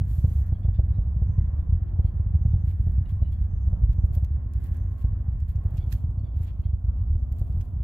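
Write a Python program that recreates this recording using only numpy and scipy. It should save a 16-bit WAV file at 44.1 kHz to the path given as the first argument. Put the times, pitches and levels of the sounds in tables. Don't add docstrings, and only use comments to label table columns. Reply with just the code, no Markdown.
import sys
import numpy as np
from scipy import signal
from scipy.fft import rfft, irfft
from scipy.io import wavfile
from scipy.ndimage import minimum_filter1d

SR = 44100
rng = np.random.default_rng(int(sys.argv[2]) if len(sys.argv) > 2 else 0)


def transcribe(u):
    v = np.clip(np.atleast_2d(u).T, -1, 1)
    q = np.round(v * 32767).astype(np.int16)
    wavfile.write(sys.argv[1], SR, q)


N = 345303
TIME = np.arange(N) / SR


def undb(db):
    return 10 ** (np.asarray(db) / 20)


def unit(x):
    return x / np.sqrt(np.mean(x ** 2))


def curve(rows):
    return np.interp(TIME, *np.transpose(rows))


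def on_bins(points, size):
    hz, value = np.transpose(points)
    return np.interp(np.log(np.fft.rfftfreq(size, 1 / SR) + 1), np.log(hz), value)


def noise(colour):
    return unit(irfft(rfft(rng.standard_normal(N)) * undb(on_bins(colour, N)), N))


def resonance(hz, width_hz):
    return 1 / (1 + (2 * (np.fft.rfftfreq(N, 1 / SR) - hz) / width_hz) ** 2)


def band(hz, width_hz):
    return unit(irfft(rfft(rng.standard_normal(N)) * resonance(hz, width_hz), N))


def drift(turns_per_s):
    knots = rng.standard_normal(4096)
    return 0.77 * np.interp(TIME * turns_per_s, np.arange(len(knots)), knots)


def pulse(colour, size=8192):
    cepstrum = irfft(np.log(undb(on_bins(colour, size))))
    cepstrum[1:size // 2] *= 2
    cepstrum[size // 2 + 1:] = 0
    shape = irfft(np.exp(rfft(cepstrum)))
    return shape / np.abs(shape).max()


def ring(x, shape):
    return signal.fftconvolve(x, shape)[:N]


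def fade(spikes, decay_s):
    return ring(spikes, np.exp(-TIME[:2048] / decay_s))


def swell(start, length, edge):
    progress = (TIME - start) / length
    return np.clip(np.minimum(progress, 1 - progress) / edge, 0, 1)


def sides(pan_db):
    return undb(np.minimum([[pan_db], [-pan_db]], 0))


def trees(x, echo_s, echo_db):
    tails = rng.standard_normal((2, SR)) * undb(-60 * TIME[:SR] / echo_s)
    return undb(echo_db) * np.array([ring(x, tail / np.linalg.norm(tail)) for tail in tails])


def traffic():
    # frequency_hz, level_db
    wash_colour = [(150, -24), (270, 3), (400, -6), (550, -6.5), (720, -6.5), (900, -12), (1150, -13.5),
                   (1400, -19), (2000, -35.5), (3200, -35.5), (4500, -50.5), (6500, -43), (9000, -56),
                   (12700, -40.5), (15800, -49.5)]
    # frequency_hz, likeness (0 to 1)
    wash_likeness = [(250, 0.54), (500, 0.84), (1000, 0.4), (2000, 0.12), (5000, 0.057)]
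    # frequency_hz, level_db
    tyre_colour = [(800, -16.5), (1300, -4.5), (1700, 2.5), (1950, -2), (2300, -11), (3200, -17.5),
                   (6000, -46.5)]
    # time_s, level_db
    tyre_levels = [(0, -70.5), (.95, -72), (1.8, -72), (4.3, -71.5), (4.75, -64.5), (5.2, -71.5),
                   (5.75, -69), (6.0, -86), (7.83, -80)]
    likeness = np.clip(on_bins(wash_likeness, N), 0, 1)
    mid, side = (irfft(rfft(noise(wash_colour)) * np.sqrt(1 + sign * likeness), N) for sign in (1, -1))
    wash = np.array([mid + side, mid - side]) * undb(-60 + 2.7 * drift(7.7))
    tyres = np.array([noise(tyre_colour) for _ in range(2)])
    tyres *= undb(curve(tyre_levels) + 3.3 * drift(8.7))
    return (wash + tyres) * sides(-3.3)


def machine():
    # start_s, length_s, level_db
    hum_swells = [(4.23, 1.15, -55), (5.848, 0.7, -57), (6.93, 1.1, -54.5)]
    # start_s, length_s, pitch_hz, level_db
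    whine_swells = [(1.05, 0.76, 1025, -71.5), (2.107, 0.44, 1040, -76), (3.048, 0.19, 1080, -68),
                    (4.25, 0.66, 1078, -74.5), (4.861, 0.27, 1080, -67.5), (5.558, 0.16, 1090, -66)]
    hum_hz = 246.7 + 3.9 * drift(20)
    hum_level = undb(-69) + sum(undb(db) * swell(s, length, edge=0.17) for s, length, db in hum_swells)
    hum = np.sin(2 * np.pi * np.cumsum(hum_hz) / SR) * hum_level * undb(0.79 * drift(5.1))
    drone = band(350, width_hz=2.8) * (undb(-71) + undb(-65) * swell(4.29, length=0.88, edge=0.47))
    whine = band(1046, width_hz=50) * undb(-79.5)
    for start, length, hz, db in whine_swells:
        whine += band(hz, width_hz=50) * undb(db) * swell(start, length, edge=0.15)
    return hum + drone + whine * sides(-0.53)


def bird_whistles():
    # start_s, length_s, level_db
    whistles = [(0.155, 0.3, -73), (1.218, 0.28, -80), (2.36, 0.31, -78), (3.455, 0.28, -76),
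                (3.883, 0.17, -80.5), (4.691, 0.19, -77), (5.809, 0.12, -79), (7.086, 0.11, -77.5)]
    # start_s, length_s, level_db
    replies = [(1.17, 0.13, -87.5), (1.501, .11, -89.5), (3.383, 0.071, -85), (4.3, 0.087, -93),
               (5.11, 0.1, -88)]
    # start_s, first_pitch_hz, level_db
    falls = [(.55, 8300, -83), (.66, 7500, -80.5), (6.115, 7860, -79)]
    waver, flutter = drift(260), unit(undb(5 * drift(70)))

    def note(start, length, glide_hz, db, waver_hz=110):
        pitch = np.interp(TIME, [start, start + length], glide_hz) + waver_hz * waver
        level = undb(db) * swell(start, length, edge=0.16) * flutter
        return level * np.sin(2 * np.pi * np.cumsum(pitch) / SR)
    notes = sum(note(start, length, (6090, 6270), db) for start, length, db in whistles)
    notes += sum(note(start, length, (6390, 6460), db) for start, length, db in replies)
    notes += sum(note(start, .1, (hz, hz - 330), db, waver_hz=260) for start, hz, db in falls)
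    return .35 * notes + trees(notes, echo_s=.5, echo_db=-2.5)


def bird_chirps():
    # start_s, length_s, strongest_hz, level_db, rasp (0 to 1)
    chirps = [(0.524, 0.06, 3250, -73, 0.3), (0.626, 0.029, 3510, -72, 0.2),
              (0.733, 0.043, 3530, -68, 0.35), (0.923, 0.062, 3830, -78, 0.25),
              (1.45, 0.023, 3390, -77.5, 0.1), (1.593, 0.018, 3470, -77.5, 0.2),
              (1.86, 0.042, 3150, -74, .4), (2.02, 0.081, 3186, -73.5, .5),
              (2.509, 0.041, 3490, -75.5, 0.07), (3.052, 0.025, 2840, -66.5, 0.22),
              (3.2, 0.11, 2890, -74.5, 0.3), (3.314, 0.045, 3300, -69, .1), (5.788, 0.07, 3370, -68, 0.2),
              (5.945, .02, 3250, -67, 0.05), (6.166, 0.056, 4290, -77.5, 0.15),
              (6.233, 0.055, 3430, -69, 0.1), (6.627, 0.041, 3180, -70, 0.35),
              (6.977, 0.038, 2960, -80.5, 0.03), (7.776, 0.071, 3400, -81.5, .1)]
    # frequency_hz, level_db
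    rasp_colour = [(1000, -19), (1700, 0), (2400, 4), (3400, -1.5), (4400, -6), (5100, -18), (9000, -32.5)]
    jitter, voice, rasp_level = drift(250), 0, 0
    for start, length, hz, db, rasp in chirps:
        arch = np.sin(np.pi * np.clip((TIME - start) / length, 0, 1))
        pitch = hz / 3 * (1 + .06 * (arch - .8) + .025 * jitter)
        phase = 2 * np.pi * np.cumsum(pitch) / SR
        tone = np.sin(3 * phase) + .45 * np.sin(2 * phase) + .4 * np.sin(4 * phase)
        effort = undb(db) * swell(start, length, edge=0.34)
        voice += effort * np.sqrt(1 - rasp) * tone
        rasp_level += effort * np.sqrt(rasp)
    calls = (voice + rasp_level * noise(rasp_colour)) * unit(undb(4 * drift(250)))
    return calls * sides(-0.18) + trees(calls, echo_s=.4, echo_db=-3)


def rubbing():
    # start_s, length_s, level_db, pan_db, scuff_over_hiss_db, grit (0 to 1)
    slides = [(0.056, 0.21, -62.5, -9, -21, 0), (0.223, 0.23, -64, -10, -14, 0.08),
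              (2.013, 0.11, -77.5, -3.5, 1, 0.5), (2.655, 0.087, -68, -15, 2.5, .6),
              (2.73, .3, -88.5, 4.5, -3, 0.4), (3.076, 0.048, -67.5, -10.5, 3.5, 0.5),
              (3.303, 0.047, -69, -14.5, -5.5, 0.58), (4.123, 0.046, -57.5, -30, -28, 0.54),
              (4.581, 0.13, -66.5, -14, -4, 0.95), (4.695, 0.11, -75.5, -12, 4.5, .8),
              (4.975, 0.069, -69, -11.5, 1, 0.75), (5.476, 0.051, -68.5, -15, 2, .9),
              (5.733, 0.086, -67.5, -13.5, 1, 0.8), (5.9, 0.048, -53.5, -15, -16, 0.9),
              (6.33, .11, -73, -14, 6, 0.8), (6.405, 0.055, -59.5, -11, -10, 0.83),
              (6.439, .085, -77, -6, 17.5, 0.4), (6.51, 0.19, -88, -8, 10.5, 0.55),
              (7.36, 0.073, -72.5, -6, -8.5, .9), (7.577, 0.094, -72, -8.5, -12.5, 0.9)]
    # time_s, level_db
    grip_levels = [(0, -72.5), (.6, -80), (1.1, -95), (2.5, -90.5), (2.75, -78.5), (3.3, -80), (3.6, -88.5),
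                   (4.0, -77.5), (4.4, -88.5), (4.56, -74.5), (4.95, -77.5), (5.2, -86.5), (5.45, -78),
                   (5.85, -73), (6.2, -89), (7.25, -82.5), (7.45, -72.5), (7.7, -77), (7.83, -85)]
    slips_per_s, creaks_per_s, settle_s, slide_edge_s = 260, 81, 0.036, 0.06
    slips = (rng.random(N) < slips_per_s / SR) * undb(5 * np.minimum(rng.exponential(size=N), 3.5))
    grain = unit(fade(slips, decay_s=.001) + .3)
    unrest = np.max([np.exp(-np.abs(TIME - start - length / 2) / settle_s) * (TIME > start) * undb(db - 9)
                     for start, length, db, *_ in slides], axis=0)
    creaks = fade((rng.random(N) < creaks_per_s / SR) * rng.uniform(.3, 2, N), decay_s=.0015)
    grip = undb(curve(grip_levels)) * (0.62 + undb(2.5) * creaks)
    hiss = (grip + unrest) * undb(3 * drift(12)) * sides(-4)
    scuff, grittiness = undb(-4.5) * hiss, 0
    for start, length, db, pan_db, scuff_db, grit in slides:
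        push = swell(start, length, edge=min(.5, slide_edge_s / length))
        slide = undb(db) * push * (1 - grit + grit * grain)
        hiss += slide * sides(pan_db)
        scuff += slide * undb(scuff_db) * sides(pan_db / 2)
        grittiness += grit ** 2 * push
    return hiss, scuff, grittiness


def ticking(grittiness):
    # start_s, level_db, pan_db, nail_share (0 to 1)
    ticks = [(0.466, -50, -8, 0.8), (.481, -55, -4.5, 0.76), (2.653, -56, -4, 0.9),
             (3.098, -62.5, -4.5, 0.1), (3.443, -58, -11, 0.94), (3.93, -53, -5, 0.4),
             (4.063, -49.5, -14.5, 0.93), (4.151, -44, -29, 1), (4.246, -45.5, -3.5, 0.6),
             (4.536, -48.5, -1, 0.7), (4.641, -47, -9, 0.98), (4.669, -47, -14, 0.98),
             (4.77, -51.5, -8.5, 0.9), (5.403, -49, -11.5, 0.75), (5.49, -53.5, 2.5, 0.93),
             (5.558, -54, -9, 0.27), (5.708, -53, -4.5, 0.8), (5.772, -45.5, 8.5, 0.76),
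             (5.779, -49.5, -4, 0.4), (5.92, -40.5, -23.5, 0.4), (5.926, -33, -10, 0.7),
             (6.048, -63, -10, .95), (6.108, -60, -10.5, .95), (6.447, -54, 2, 0.9), (6.475, -57, -13, 0.1),
             (6.531, -67.5, -6, .05), (6.848, -64, -1.5, 0.5), (7.324, -45.5, -10, 0.83),
             (7.386, -52, -3, .95), (7.395, -49, -6.5, 0.95), (7.525, -63, -8, .15), (7.555, -70, -6, .2),
             (7.61, -48, 0.5, 0.4)]
    stray_per_s, slip_within_s = 56 * grittiness, 0.013
    nail = (rng.random(N) < stray_per_s / SR) * rng.random(N) * undb(-57) * sides(-9.5)
    skin = np.zeros((2, N))
    for start, db, pan_db, nail_share in ticks:
        lags = rng.random(3)
        at = ((start + slip_within_s * np.append(0, lags)) * SR).astype(int)
        tick = undb(db) * sides(pan_db) * np.append(1, undb(-15) * (1.3 - lags))
        nail[:, at] += nail_share * tick
        skin[:, at] += (1 - nail_share) * tick
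    nail = np.array([fade(side, decay_s=.0008) for side in nail])
    skin = np.array([fade(side, decay_s=.0028) for side in skin])
    return nail, skin


def case_noise(colours):
    # pitch_hz, boost_db
    peaks = [(3300, 6.5), (3762, 2), (4190, 5), (4353, 4.5), (4733, 5), (5693, 3), (7250, 1.5)]
    boost = 1 + sum((undb(db) - 1) * resonance(hz, width_hz=37) for hz, db in peaks)
    white = rng.standard_normal(N) + 6.9 * rng.standard_normal((2, N))
    return np.array([unit(irfft(rfft(side) * boost * undb(on_bins(colour, N)), N))
                     for side, colour in zip(white, colours)])


def fingers():
    # frequency_hz, left_db, right_db
    case_colour = [(700, -21.5, -21), (1580, 1, 2.5), (2580, -5.5, -6.5), (4620, -10, -3),
                   (6040, -3.5, -7.5), (7600, 4, 0), (7900, 0.5, -8), (10800, 1, -1.5), (13300, -1.5, 6.5),
                   (15200, -3.5, -2.5), (16300, -21, -9)]
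    # frequency_hz, level_db
    skin_colour = [(600, -9.5), (1500, 1), (2500, 6), (3400, 1), (4500, 1), (7400, -0.5), (9000, -21),
                   (15000, -32)]
    # frequency_hz, level_db
    scuff_colour = [(700, -8), (1600, 4.5), (2500, 6.5), (3400, 2), (4300, -3), (5500, -13.5),
                    (7500, -14.5), (10000, -26), (15000, -38)]
    hiss, scuff, grittiness = rubbing()
    nail, skin = ticking(grittiness)
    hz, left_db, right_db = np.transpose(case_colour)
    touch = (hiss + nail) * case_noise([np.column_stack([hz, db]) for db in (left_db, right_db)])
    touch += skin * case_noise([skin_colour] * 2)
    touch += scuff * case_noise([scuff_colour] * 2)
    return touch + trees(touch.mean(axis=0), echo_s=0.23, echo_db=-11.5)


def lesser_fronts(strong):
    gaps_s = rng.uniform(.018, .06, 512)
    arrivals = (np.cumsum(gaps_s) * SR).astype(int)
    spikes = np.zeros(N)
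    spikes[arrivals[arrivals < N]] = 1
    sizes = undb(2.73 * rng.uniform(-2, 2, N))
    clear = minimum_filter1d(-strong, size=1800) == 0
    return spikes * sizes * clear


def shock_cracks(edges):
    # frequency_hz, level_db
    crack_colour = [(90, -19.5), (190, 8), (350, 0.5), (520, -4), (780, -9), (1000, -25.5), (1500, -36.5),
                    (4000, -56)]
    snap_lag_s, fray_s = .007, .006
    snap = np.roll(ring(edges, pulse(crack_colour)), int(snap_lag_s * SR))
    age = TIME[:4096] / fray_s
    burst = age ** 2 * np.exp(2 * (1 - age))
    frayed = ring(edges, burst) * noise(crack_colour)
    return undb(3) * snap + undb(-0.5) * frayed


def rocket():
    # start_s, thud_db, crack_db
    shocks = [(.0095, -17, -45), (0.182, -15.5, -62.5), (0.2408, -8.5, -38.5), (0.276, -18, -67),
              (0.354, -18.5, -70.5), (0.4904, -19, -58), (0.5204, -10, -41.5), (0.6461, -11, -43),
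              (0.681, -9, -44), (0.787, -7, -37), (0.906, -14.5, -66), (0.984, -9, -42.5),
              (1.073, -16.5, -66.5), (1.162, -13, -62.5), (1.2167, -11, -41), (1.292, -16, -48.5),
              (1.3807, -8.5, -46.5), (1.438, -17, -60.5), (1.69, -12.5, -57), (1.724, -10.5, -47),
              (1.748, -15, -58), (1.816, -13.5, -62.5), (1.9887, -10.5, -42), (2.045, -11.5, -48),
              (2.197, -15.5, -43.5), (2.262, -16, -62), (2.338, -15, -46), (2.35, -11.5, -63.5),
              (2.4101, -18, -60), (2.4523, -9, -44.5), (2.5345, -9, -41.5), (2.638, -13.5, -61),
              (2.8661, -12, -43.5), (2.979, -13.5, -61), (3.1225, -14, -58), (3.2174, -8, -41),
              (3.409, -13, -69.5), (3.532, -11.5, -74), (3.67, -11.5, -52), (3.725, -7, -42.5),
              (3.8141, -11.5, -50.5), (3.832, -5, -64.5), (3.8903, -8.5, -53), (3.9823, -9.5, -42),
              (4.036, -9.5, -45), (4.167, -13.5, -41.5), (4.226, -15, -47.5), (4.377, -18.5, -67),
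              (4.713, -15, -57), (4.775, -20.5, -60), (4.846, -15.5, -59.5), (5.041, -10, -42.5),
              (5.1268, -13, -56.5), (5.2, -17, -63.5), (5.2809, -12, -63.5), (5.352, -17.5, -61),
              (5.5522, -14, -63), (5.652, -13, -44.5), (5.741, -17, -55.5), (5.783, -14.5, -62.5),
              (6.039, -14, -58.5), (6.174, -18, -58), (6.403, -14.5, -56.5), (6.591, -15, -62.5),
              (6.6532, -12, -61.5), (6.731, -12, -54.5), (6.841, -12.5, -60), (6.8799, -14.5, -59),
              (7.009, -13.5, -67.5), (7.0988, -10, -58.5), (7.15, -6.5, -48.5), (7.222, -12, -65.5),
              (7.3135, -14, -59), (7.4099, -11.5, -46), (7.498, -16, -54.5), (7.546, -17.5, -56),
              (7.569, -16, -58), (7.762, -18.5, -66)]
    # time_s, lesser_fronts_db, roar_db
    levels = [(0, -35.5, -26), (1.4, -28, -25.5), (1.8, -29, -30.5), (2.6, -30, -26), (3.299, -29.5, -25),
              (3.899, -27.5, -24.5), (4.45, -29.5, -31.5), (5.7, -32, -29.5), (6.55, -30, -33.5),
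              (7.05, -29.5, -27.5), (7.55, -31, -30), (7.83, -34, -30)]
    # frequency_hz, level_db
    thud_colour = [(15, -51), (30, -12.5), (55, -2.5), (90, -2), (140, -14.5), (200, -26.5), (300, -55.5),
                   (700, -64.5), (2000, -100)]
    # frequency_hz, level_db
    growl_colour = [(80, -21), (140, 6), (175, 9), (230, 1.5), (320, -10.5), (500, -32.5), (1000, -69.5)]
    # frequency_hz, level_db
    roar_colour = [(12, -14.5), (22, -16.5), (31, -13), (40, -9.5), (52, 3), (68, 3), (95, -1.5),
                   (130, -22), (175, -17), (230, -29), (330, -50.5), (800, -85.5)]
    # time_s, upper_bass_db
    steepness = [(0, 11.5), (.7, -3.5), (1.3, 3.5), (1.8, -1.5), (2.3, 4), (2.9, 2), (3.4, -5.5),
                 (3.8, -14), (4.2, 1.5), (4.8, -6), (5.7, 1.5), (6.2, 3.5), (6.7, -5.5), (7.15, -21),
                 (7.5, 0), (7.83, 1)]
    upper_bass_from_hz = 105
    times, lesser_db, roar_db = np.transpose(levels)
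    lesser_level, roar_level = (undb(np.interp(TIME, times, db)) for db in (lesser_db, roar_db))
    strong, edges = np.zeros((2, N))
    for start, thud_db, crack_db in shocks:
        at = int(start * SR)
        strong[at], edges[at] = undb(thud_db), undb(crack_db)
    lesser = lesser_fronts(strong)
    crowd = unit(ring(lesser, pulse(thud_colour)))
    growl = undb(-24 + 5 * drift(8)) * unit(ring(lesser, pulse(growl_colour)))
    edges += lesser_level * undb(-34.5) * (lesser / lesser.max()) ** 2
    cracks = shock_cracks(edges)
    thuds = ring(strong, pulse(thud_colour)) + lesser_level * (crowd + growl)
    deep_bass = signal.sosfiltfilt(signal.butter(2, upper_bass_from_hz, fs=SR, output="sos"), thuds)
    upper_bass = undb(curve(steepness)) * (thuds - deep_bass)
    direct = deep_bass + upper_bass + roar_level * noise(roar_colour) + cracks
    width = lesser_level * (undb(-18.5) * noise(roar_colour) + undb(-31.5) * noise(growl_colour))
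    return direct * sides(-.7) + np.array([width, -width]) + trees(cracks, echo_s=0.37, echo_db=-8)


def scene():
    return rocket() + traffic() + machine() + fingers() + bird_chirps() + bird_whistles()


def record(dry):
    top_hz = 15700
    return signal.sosfilt(signal.ellip(10, .2, 70, top_hz, fs=SR, output="sos"), dry)


dry = scene()
out = record(dry)
transcribe(out)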